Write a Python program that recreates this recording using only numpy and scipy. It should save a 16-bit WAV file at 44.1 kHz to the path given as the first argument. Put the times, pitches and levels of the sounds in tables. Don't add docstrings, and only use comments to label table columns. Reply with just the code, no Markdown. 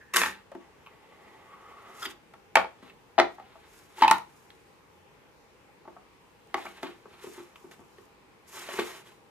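import sys
import numpy as np
from scipy import signal
from scipy.fft import rfft, irfft, next_fast_len
from scipy.io import wavfile
from scipy.ndimage import uniform_filter1d, map_coordinates

SR = 44100
rng = np.random.default_rng(int(sys.argv[2]) if len(sys.argv) > 2 else 0)


def master(y):
    cut = np.clip(np.atleast_2d(y).T, -1, 1)
    pcm = np.round(cut * 32767)
    wavfile.write(sys.argv[1], SR, pcm.astype(np.int16))


N = 410129
TIME_S = np.arange(N) / SR

# (time [s], low ring peak [dB], low ring [Hz], upper ring [Hz], crack [dB], left minus right [dB])
SCISSOR_BLOWS = [(0.137, -32, 1155, 2000, -21, 6), (0.161, -21.5, 1150, 1700, 1, 0),
                 (0.168, -20, 1010, 3130, 3.5, 0), (0.177, -26, 980, 1690, -15, 5),
                 (0.216, -20.5, 1020, 1740, -10.5, 0), (0.234, -24, 940, 1960, -13, 9),
                 (0.259, -26, 867, 1680, -30, -3)]
HOLDER_BLOWS = [(3.981, -35.5, 856, 1730, -33, 2), (4.0205, -4.5, 917, 1860, -36, 3.5),
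                (4.033, -10.5, 910, 2330, -30, 2.0), (4.045, -12.5, 834, 1880, -33.5, -1),
                (4.057, -21, 920, 1850, -30.5, -2), (4.0785, -9, 890, 2520, -23.5, 1.5),
                (4.098, -18, 930, 2520, -24.5, 3.0), (4.111, -4.5, 884, 1540, -14, 1),
                (4.124, -24, 880, 2420, -34, -2), (4.146, -33, 880, 1419, -28, 0.5),
                (4.182, -33, 900, 1830, -12, -4.5)]
BOX_BLOWS = [(2.555, -5.5, 790, 2290, -19, 0.5), (2.569, -7, 900, 2360, -42, 3.5),
             (2.644, -28, 850, 1800, -46, 3), (3.18, -13.5, 717, 1800, -54, 14),
             (3.186, -4.5, 766, 1800, -57, 2.5), (3.198, -6.5, 637, 1770, -32, -0.5),
             (3.214, -24.5, 650, 1720, -31, 0), (3.28, -43, 626, 1660, -42, 2.5),
             (6.542, -17.5, 797, 2070, -27.5, 3.5), (6.578, -29, 820, 1830, -44, 1),
             (6.83, -26.5, 700, 1630, -24.5, 2.5), (7.983, -43, 434, 1530, -40, 2),
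             (8.688, -30, 597, 1470, -29, -1)]
# (time [s], low ring peak [dB], low ring [Hz], sharpness [dB])
BOX_BUMPS = [(0.516, -34.5, 580, -9.5), (0.549, -31, 350, -15), (2.066, -37.5, 333, -19),
             (2.336, -42.5, 916, -3), (2.825, -42.5, 286, -9), (3.381, -36, 790, -21),
             (3.397, -34.5, 764, -16), (3.554, -40.5, 645, -21), (5.85, -45, 833, -23),
             (5.875, -36, 680, -26), (5.963, -39, 740, -29), (6.545, -26.5, 328, -9), (6.652, -32, 730, -2),
             (6.667, -34, 770, -13), (6.832, -29.5, 284, -2.5), (6.887, -40, 350, -20),
             (7.054, -37, 431, -28), (7.239, -33.5, 416, -26), (7.268, -34.5, 385, -20),
             (7.378, -36, 367, -18), (7.398, -39, 360, -19), (7.64, -40.5, 367, -22),
             (7.791, -44, 238, -21), (7.808, -44.5, 340, -20), (8.737, -33.5, 370, 2),
             (8.787, -18, 428, -10), (8.795, -25, 367, 2), (8.826, -45, 390, -11)]
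# (pitch [Hz], width [Hz], level [dB])
SCISSOR_MODES = [(305, 230, -13.5), (476, 230, -9.5), (758, 39, -13), (1012, 46, -2.5), (1206, 173, -3.5),
                 (1880, 250, -1.5), (2060, 48, -3), (2400, 434, -7), (2870, 250, -8), (3530, 680, -11.5)]
HOLDER_MODES = [(300, 120, 8), (640, 60, -25.5), (870, 50, -2.5), (930, 140, 8), (1150, 89, -7.5),
                (1360, 60, 1), (1910, 320, 4), (2240, 60, -3.5), (2470, 92, 0.5), (2940, 180, 1.5),
                (3520, 250, -6)]
BOX_MODES = [(237, 22, -3), (302, 41, -17), (370, 40, 3), (422.8, 62, 1.5), (570, 50, -10), (661, 10.18, 9),
             (773, 180, 1), (895, 80, 2.5), (1108, 72, 4.5), (1350, 130, -8), (1770, 154, 8),
             (2007, 200, 1.5), (2430, 130, -3.5), (2910, 110, 0.5), (3760, 420, -23.5)]
# (pitch [Hz], 60 dB decay [s], level [dB])
DESK_MODES = [(73, 0.26, -45), (121, 0.11, -54), (196, 0.26, -38)]
# (time [s], level [dB])
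SCISSOR_DRAG = [(0.13, -78), (0.138, -27), (0.154, -36.5), (0.162, -25), (0.206, -31.5), (0.216, -31.5),
                (0.268, -35), (0.42, -75)]
# (time [s], level [dB])
BLADE_SLIDE = [(0.0, -65), (0.018, -49), (0.056, -65.5), (0.126, -58.5), (0.135, -49)]
# (time [s], level [dB])
LID_SLIDE = [(0.6, -59), (0.85, -61), (1.05, -57), (1.26, -53.5), (1.49, -55.5), (1.93, -51.5), (2.0, -53),
             (2.056, -46.5), (2.18, -77)]
# (pitch [Hz], width [Hz], level [dB])
LID_WALLS = [(431.7, 85, -1.5), (840, 130, -2), (1980, 230, -4), (3430, 980, -16.5)]
# (pitch [Hz], width [Hz], level [dB])
RUB_BODY = [(378, 70, -3), (920, 450, -1.5), (1400, 1150, 0), (2060, 1300, -1), (3950, 1400, -10)]
RUB_HISS = [(5050, 920, -8), (6890, 1480, 2), (8660, 7000, -3), (11700, 2100, 0), (13900, 1500, -11.5)]
# (peak time [s], dull part [dB], dry hiss [dB], time to rise 20 dB [s], time to fall 20 dB [s])
STROKES = [(2.029, -54.5, -43, -0.0454, -0.0051), (2.062, -40.5, -44.5, 0.11, -0.0439),
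           (2.11, -50, -49.5, 0.04, 0.02), (2.83, -60.5, -71.5, -0.1, 0.1),
           (2.898, -59.5, -73.5, 0.18, 0.05), (3.356, -85, -67, .07, -0.6), (3.52, -63, -81, 0.65, 1.3),
           (3.74, -71, -63, .14, 0.37), (3.99, -49.5, -52, 0.04, .1), (4.014, -31.5, -52.5, 0.01, -0.1),
           (4.38, -79.5, -69, 0.7, 0.6), (6.568, -50.5, -58.5, -0.06, 0.27), (6.663, -53, -73, 0.09, 0.12),
           (6.78, -63, -73, 0.6, 0.08), (6.828, -42, -57, 0.0031, 0.0966), (6.95, -75, -79.5, 0.8, 0.7),
           (7.12, -60, -73, 0.06, .5), (7.234, -56, -55.5, 0.04, 0.24), (7.36, -58.5, -63, 0.08, 0.14),
           (7.435, -61, -60, -0.34, -0.06), (7.56, -84, -69, -0.7, 0.48), (7.713, -51.5, -58, -0.13, 0.05),
           (8.06, -83, -71.5, .5, 0)]
# (time [s], dull part [dB], dry hiss [dB])
BRUSH = [(8.44, -76.5, -93), (8.476, -63.5, -62), (8.55, -45.5, -47.5), (8.69, -46.5, -52),
         (8.77, -40.5, -46), (8.794, -35, -45), (8.85, -47, -49.5), (8.9, -44.5, -51.5), (8.99, -53.5, -57),
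         (9.04, -63, -71), (9.07, -58, -62), (9.2, -75, -79)]
# (time [s], peak [dB], ring [Hz], second ring [Hz], length [ms])
TICKS = [(0.8618, -40.5, 1060, 2300, 2.9), (0.87, -36.5, 1010, 2360, 3), (2.018, -31, 1310, 5100, 14),
         (2.025, -26.5, 1280, 3380, 9.4), (2.053, -23, 2070, 3200, 5.9), (2.058, -30.5, 4900, 2800, 8.8),
         (2.876, -59, 1920, 3010, 4), (2.897, -42.5, 1860, 2270, 4), (4.5035, -40, 1960, 3020, 2),
         (6.66, -31.5, 1340, 2230, 9), (7.5569, -38, 1070, 2500, 2.8), (9.07, -47, 1049, 3430, 3.5),
         (9.1194, -47, 910, 2540, 3.1)]
# (centre [Hz], 60 dB decay [s], share unlike in the two ports [0-1])
ECHO_BANDS = [(293, .25, 0.9), (1000, .22, 0.3), (3100, 0.25, 1), (10000, 0.23, .95)]
# (frequency [Hz], level per Hz [dB])
ROOM_TONE = [(18, -41.5), (30, -21.5), (48, -5.5), (167, -3.5), (267, -5.5), (472, -1.5), (552, -8),
             (754, -12.5), (815, -2), (881, -7.5), (1000, -7.5), (1440, -14), (2560, -16), (3320, -22),
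             (15000, -35.5)]

SOFTENING = .15
BUMP_UPPER_HZ, BUMP_PAN_DB = 1240, 2
BUMP_CRACK_DB = -18.5
LID_FREE_S, CAVITY_HZ, CAVITY_RISE_HZ_PER_S = 2.2, 1220, 60
CAVITY_WAKES_S, CAVITY_WAKE_DB = 1.38, 10.5
LID_HISS_DB, DRAG_HISS_DB, HISS_GROWTH = -3.5, 6.5, 1.33
TICK_WIDTH_HZ_MS = 2000
ROOM_DB, ROOM_TONE_DB = -10, -60
PORT_LAG_S, TOP_HZ = 6.8e-5, 15300


def undb(db):
    return 10 ** (np.asarray(db) / 20)


def unit(x):
    return x / np.sqrt(np.mean(x ** 2))


def band(x, hz, width_hz):
    return signal.lfilter(*signal.iirpeak(hz, hz / width_hz, SR), x)


def body(x, modes):
    heard = 0
    for k, (hz, width_hz, db) in enumerate(modes):
        heard = heard + (-1) ** k * undb(db) * band(x, hz, width_hz)
    return unit(heard)


def soften(x, top_hz):
    return signal.sosfilt(signal.butter(3, top_hz, fs=SR, output="sos"), x)


def walk(rate):
    hold = int(SR / rate)
    steps = np.repeat(rng.standard_normal(N // hold + 1), hold)
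    return 1.4 * uniform_filter1d(steps, hold)[:N]


def slips(spread_db):
    return unit(rng.standard_normal(N) * undb(spread_db * rng.exponential(size=N)))


def place(x, pan_db):
    return x * undb(np.array([pan_db, -pan_db]) / 2).reshape(2, -1)


def curve(table, column=1):
    rows = np.array(table)
    return undb(np.interp(TIME_S, rows[:, 0], rows[:, column], -140, -140))


def desk_thud(t, thud_db):
    thud = 0
    for hz, t60, db in DESK_MODES:
        swing = np.sin(2 * np.pi * hz * t) * (1 - np.exp(-t / 0.0092))
        thud = thud + undb(db + thud_db) * swing * 10 ** (-3 * t / t60)
    return thud


def blows(table, modes, upper_db, upper_growth, contact_ms, ring_s, damping, focus_db, grit, thud_db, edge):
    out, t = np.zeros((2, N + SR)), np.arange(SR // 4) / SR
    thud = desk_thud(t, thud_db)
    for s, db, ring_hz, upper_hz, crack_db, pan_db in table:
        noise = rng.standard_normal((4, len(t)))
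        fade = 10 ** (-3 * t / max(ring_s * undb(-damping * crack_db), .01))
        touch = t * 1000 / max(contact_ms * undb(-SOFTENING * crack_db), .2)
        chatter = (1 - np.exp(-edge * touch)) * (np.exp(-touch) + 0.22 * fade)
        tone = np.sin(2 * np.pi * ring_hz * t) * np.exp(-touch) / 8
        push = (tone + grit * noise[0]) * chatter
        upper_push = noise[1] * chatter
        low = undb(4.5) * band(push, ring_hz, 45)
        high = undb(1.0) * band(upper_push, upper_hz, 340)
        for hz, width_hz, mode_db in modes:
            if hz < 1300:
                octaves_off = abs(np.log2(hz / ring_hz))
                low = low + undb(mode_db - focus_db * octaves_off) * band(push, hz, width_hz)
            else:
                high = high + undb(mode_db - 5.5) * band(upper_push, hz, width_hz)
        low = soften(band(low, ring_hz, 3.0 * ring_hz), 1800) * fade
        low = low / abs(low).max()
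        high = soften(high, 5200) * fade * undb(upper_db + upper_growth * crack_db) / abs(high).max()
        hiss = body(noise[2] + 2.0 * noise[3] * [[1], [-1]], RUB_HISS)
        crack = hiss * (chatter * fade ** 0.91 + 0.76 * np.exp(-2.5 * touch))
        knock = place(low + thud, pan_db) + high + undb(crack_db) * crack
        i = int(s * SR)
        out[:, i:i + len(t)] += undb(db) * knock
    return out[:, :N]


def scissor_blows():
    return blows(SCISSOR_BLOWS, SCISSOR_MODES, upper_db=12.5, upper_growth=0.27, contact_ms=2.3, ring_s=0.073,
                 damping=0.64, focus_db=2.0, grit=0.5, thud_db=11, edge=9.5)


def holder_blows():
    return blows(HOLDER_BLOWS, HOLDER_MODES, upper_db=2.5, upper_growth=0.22, contact_ms=1.9, ring_s=0.047,
                 damping=0.38, focus_db=11.5, grit=0.18, thud_db=-2.0, edge=2.3)


def box_blows():
    return blows(BOX_BLOWS, BOX_MODES, upper_db=11, upper_growth=.3, contact_ms=2.5, ring_s=0.066,
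                 damping=0.031, focus_db=12.0, grit=0.36, thud_db=-3, edge=6.3)


def box_bumps():
    bumps = [(s, db, hz, BUMP_UPPER_HZ, sharpness_db + BUMP_CRACK_DB, BUMP_PAN_DB)
             for s, db, hz, sharpness_db in BOX_BUMPS]
    return blows(bumps, BOX_MODES, upper_db=21.5, upper_growth=0.97, contact_ms=5, ring_s=0.071,
                 damping=0, focus_db=5.5, grit=0.6, thud_db=8.0, edge=2.5)


def scissor_drag():
    whine = unit(band(band(slips(1.5), 1760, 150), 1760, 480))
    skid = soften(body(slips(3), SCISSOR_MODES), 4500) * undb(2.5 * walk(120))
    return curve(BLADE_SLIDE) * whine + curve(SCISSOR_DRAG) * skid


def lid():
    cavity_hz = CAVITY_HZ + CAVITY_RISE_HZ_PER_S * (TIME_S - LID_FREE_S)
    swing = 2 * np.pi * np.cumsum(cavity_hz) / SR
    wobble = signal.lfilter(*signal.butter(1, 55, fs=SR), rng.standard_normal((2, N)))
    cavity = unit(wobble[0] * np.cos(swing) + wobble[1] * np.sin(swing))
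    awake = np.clip((TIME_S - CAVITY_WAKES_S) / 0.13, 0, 1)
    cavity = undb(-12 + CAVITY_WAKE_DB * awake) * cavity
    walls = undb(-4.5) * soften(body(slips(1.4), LID_WALLS), 3900)
    return curve(LID_SLIDE) * undb(1.6 * walk(40)) * (cavity + walls)


def strokes():
    out = np.array([curve(BRUSH), curve(BRUSH, column=2)])
    for s, dull_db, hiss_db, rise_s, fall_s in STROKES:
        rise = (s - TIME_S) / max(rise_s, .003)
        fall = (TIME_S - s) / max(fall_s, .003)
        out = out + undb([[dull_db], [hiss_db]]) * undb(-20 * np.maximum(rise, fall))
    return out


def rubbing():
    dull = soften(body(slips(2.2), RUB_BODY), 5000) * undb(1.7 * walk(60))
    wide_slips = slips(1.6) + 1.6 * slips(2.3) * [[1], [-1]]
    dry_hiss = body(wide_slips, RUB_HISS) * undb(1.3 * walk(90))
    rub, hiss = strokes()
    hiss = hiss + undb(LID_HISS_DB) * curve(LID_SLIDE) ** HISS_GROWTH
    hiss = hiss + undb(DRAG_HISS_DB) * curve(SCISSOR_DRAG) ** HISS_GROWTH
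    return dull * rub + dry_hiss * hiss


def ticks():
    out, t = np.zeros(N + SR), np.arange(SR // 10) / SR
    for s, db, low_hz, high_hz, length_ms in TICKS:
        age = t * 1000 / length_ms
        grit = rng.standard_normal(len(t)) * (1 - np.exp(-5 * age)) * np.exp(-age)
        snap = undb(-30.5) * grit
        for hz in (low_hz, high_hz):
            snap = snap + band(band(grit, hz, TICK_WIDTH_HZ_MS / length_ms), hz, 1200)
        i = int(s * SR)
        out[i:i + len(t)] += undb(db) * snap / abs(snap).max()
    return out[:N]


def echoes(x):
    t, tail = np.arange(SR // 2) / SR, 0
    for hz, t60, unlike in ECHO_BANDS:
        mid, side = band(rng.standard_normal((2, len(t))), hz, hz)
        both = mid + unlike * side * [[1], [-1]]
        tail = tail + both * 10 ** (-3 * t / t60) / np.sqrt(hz * t60)
    tail = tail * (t > .003)
    tail = tail / np.sqrt(np.mean(np.sum(tail ** 2, axis=1)))
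    return undb(ROOM_DB) * signal.fftconvolve(x, tail, axes=1)[:, :N]


def room_tone():
    size = next_fast_len(N)
    f, out = np.fft.rfftfreq(size, 1 / SR), 0
    hz, db = np.transpose(ROOM_TONE)
    shape = undb(np.interp(np.log(f + 1), np.log(hz), db))
    mid, side = (rfft(rng.standard_normal(size)) * shape for _ in range(2))
    side = side * np.clip(.5 + f / 4000, 0, 1)
    ports = np.array([mid + side, mid - side])
    for lo in 20 * 2 ** np.arange(0, 10, .5):
        part = (f >= lo) & (f < lo * 2 ** .5)
        out = out + undb(.8 * walk(9)) * irfft(ports * part, size)[:, :N]
    out = out / np.sqrt(np.mean(out.mean(axis=0) ** 2))
    return undb(ROOM_TONE_DB) * place(out, 1)


def scene():
    near = scissor_blows() + holder_blows() + box_blows() + box_bumps()
    near = near + ticks() + scissor_drag() + lid() + rubbing()
    wet = echoes(near)
    late = map_coordinates(near[0], [np.arange(N) - PORT_LAG_S * SR], mode="nearest")
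    return np.array([late, near[1]]) + wet + room_tone()


def record(dry):
    rounded = .95 * dry / (.95 ** 4 + dry ** 4) ** .25
    return signal.sosfilt(signal.ellip(10, .2, 70, TOP_HZ, fs=SR, output="sos"), rounded)


dry = scene()
out = record(dry)
master(out)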